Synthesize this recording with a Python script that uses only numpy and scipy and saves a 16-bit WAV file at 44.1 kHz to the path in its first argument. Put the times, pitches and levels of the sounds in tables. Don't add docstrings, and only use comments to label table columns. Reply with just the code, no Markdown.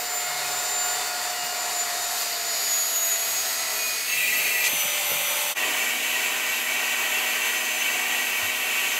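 import sys
import numpy as np
from scipy import signal
from scipy.fft import rfft, irfft, next_fast_len
from scipy.io import wavfile

SR = 44100
rng = np.random.default_rng(int(sys.argv[2]) if len(sys.argv) > 2 else 0)


def volts_from_db(level):
    exponent = np.asarray(level, float) / 20
    return 10 ** exponent


def master_out(mix):
    frames = np.transpose(np.atleast_2d(mix))
    ceiling = np.clip(frames, -1, 1)
    pcm = np.round(ceiling * 32767).astype(np.int16)
    wavfile.write(sys.argv[1], SR, pcm)


N = 396454
GUST_S = 4.64
TOP_HZ = 15720

SPOT_ENDS_S = [0, 4.135, 4.67, 5.541, 9]
CHANGE_S = SPOT_ENDS_S[3]
# (time [s], facing the intake [dB], shaded from the housing by the float [dB])
MICROPHONE = [(0, -3.5, -0.5), (1.3, -3.5, 1), (1.9, -0.8, 1), (2.15, 0.5, -1.5), (2.43, -1, -2),
              (2.73, 3.5, -5), (3.22, 5, -2), (3.42, -1, -7), (3.8, -0.5, -7), (4.1, -0.5, -17),
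              (4.5, -1.5, -9.5), (4.62, -2, -8), (5, -1, -5), (5.5, 0, -4), (5.9, 0.5, -9), (7.2, 1.3, -8),
              (8.1, -0.3, -10.5), (9, 1, -10)]


def columns(table):
    s, *rest = np.transpose(table)
    return [np.interp(np.arange(N) / SR, s, column) for column in rest]


def walk(rate):
    return np.interp(np.arange(N) * (rate / SR), np.arange(400), 1.2 * rng.standard_normal(400))


def tone(hz, db):
    turns = np.cumsum(hz + np.zeros(N)) / SR
    return np.sqrt(2) * volts_from_db(db) * np.sin(2 * np.pi * (turns + rng.random()))


def bell(s, width):
    out = np.zeros(N)
    start, stop = max(int((s - 3 * width) * SR), 0), min(int((s + 3 * width) * SR), N)
    t = np.arange(start, stop) / SR
    out[start:start + len(t)] = np.exp(-((t - s) / width) ** 2)
    return out


def speed():
    # (time [s], speed [Hz])
    sag = [(0, 716.3), (.45, 715.7), (.75, 717.2), (1.5, 712.8), (1.75, 708.2), (2, 701.9), (2.25, 698.9),
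           (2.75, 680.4), (3, 677.5), (3.5, 667.5), (3.75, 665.8), (4, 660.7), (4.25, 647.7), (4.4, 640.8),
           (4.64, 636.4)]
    loaded_hz, settles_s, later_hz = 593.2, .14, 623.6
    t = np.arange(N) / SR
    loaded = loaded_hz + (sag[-1][1] - loaded_hz) * np.exp(-np.maximum(t - GUST_S, 0) / settles_s)
    early = np.where(t > GUST_S, loaded, columns(sag)[0])
    return np.where(t > CHANGE_S, later_hz, early)


def crossings(peaks, trough_db):
    return 20 * np.log10(volts_from_db(trough_db) + sum(volts_from_db(db) * bell(s, width) for s, width, db in peaks))


def whistles(hz, late):
    # (shaft multiple, plus mains ripples, time [s], half width [s], level [dB])
    weak_whistles = [(2, 0, .7, 1.15, -46), (2, 0, 3.64, 0.37, -48), (3, 0, .3, 0.66, -44.5),
                     (3, 0, 3.5, 1.2, -46), (3, 1, 4.9, 1.7, -43), (3, 2, .9, .9, -59),
                     (3, 2, 3.91, 0.29, -39.5), (4, 0, 1.4, 2, -48.5), (4, 0, 4.1, .8, -49),
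                     (4, 1, 2.7, 2.9, -52), (4, 2, 1.9, 2.2, -67), (5, 0, .9, 2.1, -47.5),
                     (5, 0, 4.3, 0.48, -54), (5, 1, 0.24, .9, -48.5), (5, 2, 3.2, 0.76, -46.5),
                     (6, 0, 0.82, 1.2, -52), (6, 1, 1.2, .8, -45), (5, 1, 2.3, 0.88, -45),
                     (11, 0, 1.2, 0.65, -53), (4, 0, 4.8, 2.5, -54), (5, 0, 9.2, 2.3, -45),
                     (1, 1, 7.3, 2.9, -53), (11, 0, 7.3, 2.3, -71), (12, 0, 7, 2.1, -49)]
    ripple_hz, swim_db, swim_per_s = 240, 3, 7
    t, turns, out = np.arange(N) / SR, np.cumsum(hz) / SR, np.zeros(N)
    for multiple, ripples, s, width, db in weak_whistles:
        heard = bell(s, width) * (late == (s > CHANGE_S))
        on = heard > 0
        cycles = np.rint(multiple) * turns[on] + np.rint(ripples) * ripple_hz * t[on] + rng.random()
        level = heard[on] * volts_from_db(db + swim_db * walk(swim_per_s)[on])
        out[on] += np.sqrt(2) * level * np.sin(2 * np.pi * cycles)
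    return out


def hum(late):
    # (pitch [Hz], level [dB], level after the change [dB])
    mains = [(240, -62, -54), (480, -64, -54.5)]
    return sum(tone(f, np.where(late, late_db, db) + walk(9)) for f, db, late_db in mains)


def motor():
    # (blade-pass level [dB], twice blade-pass level [dB])
    troughs = [
        (-42, -47),
        (-44.5, -48),
    ]
    # (time [s], half width [s], level [dB])
    blade_peaks = [(.17, 0.086, -32), (.5, 0.13, -47), (.79, 0.17, -28.5), (1.25, .09, -44),
                   (1.62, .06, -41), (1.8, 0.066, -33.5), (2.15, 0.22, -42), (2.5, 0.074, -35),
                   (2.8, 0.15, -26), (3.08, 0.14, -29), (3.4, 0.18, -35.5), (3.86, 0.22, -37.5),
                   (4.76, 0.17, -33.5), (5.1, 0.043, -42), (5.32, 0.089, -38), (5.78, 0.11, -50),
                   (6.4, 0.089, -56), (7.55, 0.14, -46.5), (8.1, 0.3, -48.5), (9, .12, -47)]
    # (time [s], half width [s], level [dB])
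    twice_peaks = [(.05, .17, -42), (.62, .1, -44), (.88, .1, -49), (2.2, .07, -45), (2.75, 0.38, -51),
                   (3.02, 0.084, -38), (3.28, .09, -39), (3.5, .05, -39), (3.75, .08, -43), (4.1, .07, -55),
                   (4.38, .07, -37.5), (4.65, 0.085, -34), (4.79, 0.068, -36), (5.1, .06, -36),
                   (5.3, 0.051, -41), (5.52, 0.067, -45), (6.4, .3, -54), (8.4, 0.33, -48),
                   (8.95, 0.17, -47)]
    late = np.arange(N) / SR > CHANGE_S
    blade_trough_db, twice_trough_db = np.array(troughs)[late.astype(int)].T
    shaft_db = -39 + columns(MICROPHONE)[1]
    blade_db = crossings(blade_peaks, blade_trough_db)
    twice_db = crossings(twice_peaks, twice_trough_db)

    hz = speed() * (1 + 0.00042 * walk(36))
    out = tone(hz, shaft_db + 0.72 * walk(21))
    out += tone(10 * hz, blade_db + 2.66 * walk(32))
    out += tone(20 * hz, twice_db + 2.4 * walk(31))
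    return out + whistles(hz, late) + hum(late)


def room():
    echo_t60_s, echo_db = 0.19, -5
    t = np.arange(SR // 2) / SR
    tail = rng.standard_normal(len(t)) * volts_from_db(-60 * t / echo_t60_s) * (t > .003)
    dulled = signal.lfilter(*signal.butter(1, 10000, fs=SR), tail)
    echo = volts_from_db(echo_db) * dulled / np.sqrt(np.sum(tail ** 2))
    echo[0] = 1
    return echo


def swell(spot, span):
    follows_facing = [.01, -0.2, 0.0035, 0.42, .55, 0.37, 0.023, 1.32, 0.52]
    follows_shade = [-0.037, 0.46, -0.14, -0.2, -0.036, 0.039, -0.28, 0.045, -.3]
    beam_late_s = [0, -0.053, 0.077, 0.16, -0.42, 0.17, 0.2, 0.01, .2]
    shade_mean_db = [-9.5, -18, -17.5, -13]
    nozzle_opens_db, nozzle_opens_s = 1, 0.33
    t = np.arange(N)[span] / SR
    s, facing_db, shade_db = np.transpose(MICROPHONE)
    shade_db = np.interp(t, s, shade_db) - shade_mean_db[spot]
    out = np.array([facing * np.interp(t - late, s, facing_db) + shade * shade_db
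                    for facing, shade, late in zip(follows_facing, follows_shade, beam_late_s)])
    if spot == 1:
        out[2] += nozzle_opens_db * np.clip(1 - (t - SPOT_ENDS_S[1]) / nozzle_opens_s, 0, 1)
    return out


def air(swell_db, colour, rings, db, span):
    swell_hz = [250, 900, 2500, 3400, 4700, 7500, 9600, 11500, 14300]
    n = span.stop - span.start
    size = next_fast_len(n)
    hz = np.maximum(np.arange(size // 2 + 1) * SR / size, 1)
    colour_hz, colour_db = np.transpose(colour)
    gain_db = np.interp(np.log(hz), np.log(colour_hz), colour_db)
    gain_db += sum(peak_db / (1 + (2 * (hz - f) / width) ** 2) for f, width, peak_db in rings)
    noise = rfft(rng.standard_normal(size)) * rfft(room(), size) * volts_from_db(gain_db) * (hz < TOP_HZ)
    noise *= volts_from_db(db) * size / np.sqrt(2 * np.sum(np.abs(noise) ** 2))

    centres = np.log([250, 900, 1500, 2500, 3400, 4700, 7500, 9600, 11500, 14300])
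    flutter_db = (0.52 * walk(7.2) + 0.27 * walk(23))[span]
    out = np.zeros(N)
    for centre, share in zip(centres, np.eye(len(centres))):
        mix = [np.interp(centre, np.log(swell_hz), row) for row in np.eye(len(swell_hz))]
        band_db = mix @ swell_db + flutter_db + .6 * walk(9)[span]
        band = irfft(noise * np.interp(np.log(hz), centres, share), size)[:n]
        out[span] += volts_from_db(band_db) * band
    return out


def blower_air():
    # (frequency [Hz], level [dB per Hz])
    colours = [
        [(30, -43), (60, -30), (100, -15), (200, -24.5), (400, -5), (650, -8), (1300, -1.9), (2400, -1.5),
         (3500, -6), (5500, -4.5), (7200, -1.5), (9800, -7.5), (11500, -2), (15700, -11.5)],
        [(30, -54), (60, -26), (100, -26), (200, -20), (400, -12.5), (800, -18), (1600, -14.5), (2400, 3.5),
         (3500, -11.5), (5500, -14), (7200, -7.5), (9800, -13), (12500, -9), (15700, -11)],
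        [(30, -49), (60, -28), (100, -22), (200, -18), (400, -15.5), (800, -13.5), (1600, -7), (2400, 3.5),
         (3500, 1), (5500, -14.5), (7200, -5), (9800, -4.5), (12500, -5.5), (15700, -10)],
        [(30, -49), (60, -27), (100, -27), (200, -20.5), (400, -9), (650, -5.5), (1300, -7.5), (2400, 0.46),
         (3500, -8.5), (5500, -14.5), (7200, -7.5), (9800, -15.5), (11500, -11.5), (15700, -15.5)],
    ]
    rush_db = [-28.5, -22.5, -24.5, -25]
    # (frequency [Hz], width [Hz], level [dB])
    rings_over = [(149, 26, 1), (175, 26, 7.5), (380, 22, -9.5), (510, 48, -10), (620, 44, 7),
                  (742, 40, 8.5), (1190, 21, -12.5), (1596, 66, -6), (1746, 74, 3), (1933, 78, 4.7),
                  (2515, 19, 10.5), (4010, 200, 4.5), (4447, 400, 8.5), (4910, 150, 6)]
    # (frequency [Hz], width [Hz], level [dB])
    rings_singing = [(350, 48, -10.5), (705, 40, 5), (840, 28, 7), (1140, 37, -9), (1250, 40, 6.5),
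                     (1340, 40, -4.9), (1960, 61, 11), (2270, 65, -16), (2380, 30, 9), (2670, 78, 5.5),
                     (3880, 56, 7), (4050, 100, 2.5), (4400, 500, 6.5), (6736, 150, -10)]
    # (frequency [Hz], width [Hz], level [dB])
    rings_loaded = [(337, 40, -6.6), (545, 46, 7), (725, 40, 7), (850, 60, 5.5), (1665, 54, -13),
                    (2000, 40, -7), (2305, 40, 3), (4005, 160, -6), (4460, 100, 3.6), (4941, 100, 2),
                    (6100, 420, 8), (9183, 360, 0), (10060, 260, -9), (14100, 1300, 6.5)]
    # (frequency [Hz], width [Hz], level [dB])
    rings_later = [(490, 30, -15), (562, 53, -10.5), (687, 24, -8.5), (802, 12, -6.5), (873, 22, -19),
                   (1270, 16, -10), (1350, 31, -10), (1695, 84, -8.5), (1923, 100, 8.5), (2075, 41, -12),
                   (2280, 39, 7.5), (2527, 20, 8.5), (2678, 137, 7), (3020, 270, 4.5)]
    rings = rings_over, rings_singing, rings_loaded, rings_later
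    blend_s = [1e-9, .12, .08, .001, 1]
    gust_length_s, gust_db = .033, 6
    t, out = np.arange(N) / SR, np.zeros(N)
    for k in range(len(colours)):
        last = k == len(colours) - 1
        on = np.clip((t - SPOT_ENDS_S[k]) / blend_s[k] + .5, 0, 1)
        off = np.clip((SPOT_ENDS_S[k + 1] - t) / blend_s[k + 1] + .5 + last, 0, 1)
        heard = np.flatnonzero(on * off)
        span = slice(heard[0], heard[-1] + 1)
        out += np.sqrt(on * off) * air(swell(k, span), colours[k], rings[k], rush_db[k], span)

    rise, fall = (t - GUST_S) / .004, (GUST_S + gust_length_s - t) / .015 + 1
    gust = np.clip(np.minimum(rise, fall), 0, 1)
    treble = signal.sosfilt(signal.butter(1, [2800, 10500], "band", fs=SR, output="sos"), out)
    return out + (volts_from_db(gust_db) - 1) * gust * treble


def vinyl():
    # (time [s], peak level [dB], pitch [Hz], t60 [s], slap level [dB])
    bumps = [
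        (1.43, -46, 160, .15, -65),
        (4.731, -41, 165, .16, -33),
        (4.85, -45, 150, .12, -38),
        (5.117, -43, 165, .3, -32),
        (5.155, -45, 160, .35, -39),
        (8.425, -39, 95, .27, -67),
    ]
    # (time [s], pitch [Hz], level [dB])
    stretch = [
        (.22, 147.5, -73),
        (.3, 147, -56),
        (.45, 141, -57),
        (.56, 133.5, -57),
        (.66, 131, -69),
    ]
    out, t = np.zeros(N), np.arange(SR // 2) / SR
    low = signal.butter(2, [130, 650], "band", fs=SR, output="sos")
    for s, db, hz, t60, slap_db in bumps:
        attack = np.minimum(t * hz / 0.65, 1)
        ring = volts_from_db(db - 60 * t / t60) * np.sin(2 * np.pi * hz * t) * attack
        slap = signal.sosfilt(low, rng.standard_normal(len(t)) * np.exp(-t / .009))
        i = int(s * SR)
        out[i:i + len(t)] += (ring + volts_from_db(slap_db + 15.5) * slap)[:N - i]
    time = np.arange(N) / SR
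    return out + tone(*columns(stretch)) * (time > stretch[0][0]) * (time < stretch[-1][0])


def scene():
    return np.tile(motor() + blower_air() + vinyl(), (2, 1))


def patches(x):
    count, length_s, level_db = 27, .045, -4.5
    out, n = np.zeros(N), int(length_s * SR)
    for when, where in rng.random((count, 2)):
        i = int(when * (N - 3 * n)) + n
        hz = 4300 * 3.3 ** where
        band = signal.ellip(8, 1, 80, [hz, hz + 1600], "band", fs=SR, output="sos")
        backwards = x[i + 2 * n:i - n:-1]
        out[i:i + n] += np.hanning(n) * signal.sosfilt(band, backwards)[-n:]
    return volts_from_db(level_db) * out * np.array([[1], [-1]])


def low_pass(x):
    return signal.sosfilt(signal.butter(12, 17090, fs=SR, output="sos"), x)


def record(dry):
    # (fade out [s], its cut-short end [s], fade in [s])
    fades_s = (.024, .004, .04)
    out, left, back = fades_s
    since = np.arange(N) / SR - CHANGE_S
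    falling = (left - since) / (out + left)
    rising = (np.abs(since + left) / back) ** 1.7
    fade = np.clip(np.where(since < 0, falling, rising), 0, 1)
    top = signal.ellip(10, .2, 70, TOP_HZ, fs=SR, output="sos")
    return low_pass(signal.sosfilt(top, (dry + patches(dry[0])) * fade))


dry = scene()
out = record(dry)
master_out(out)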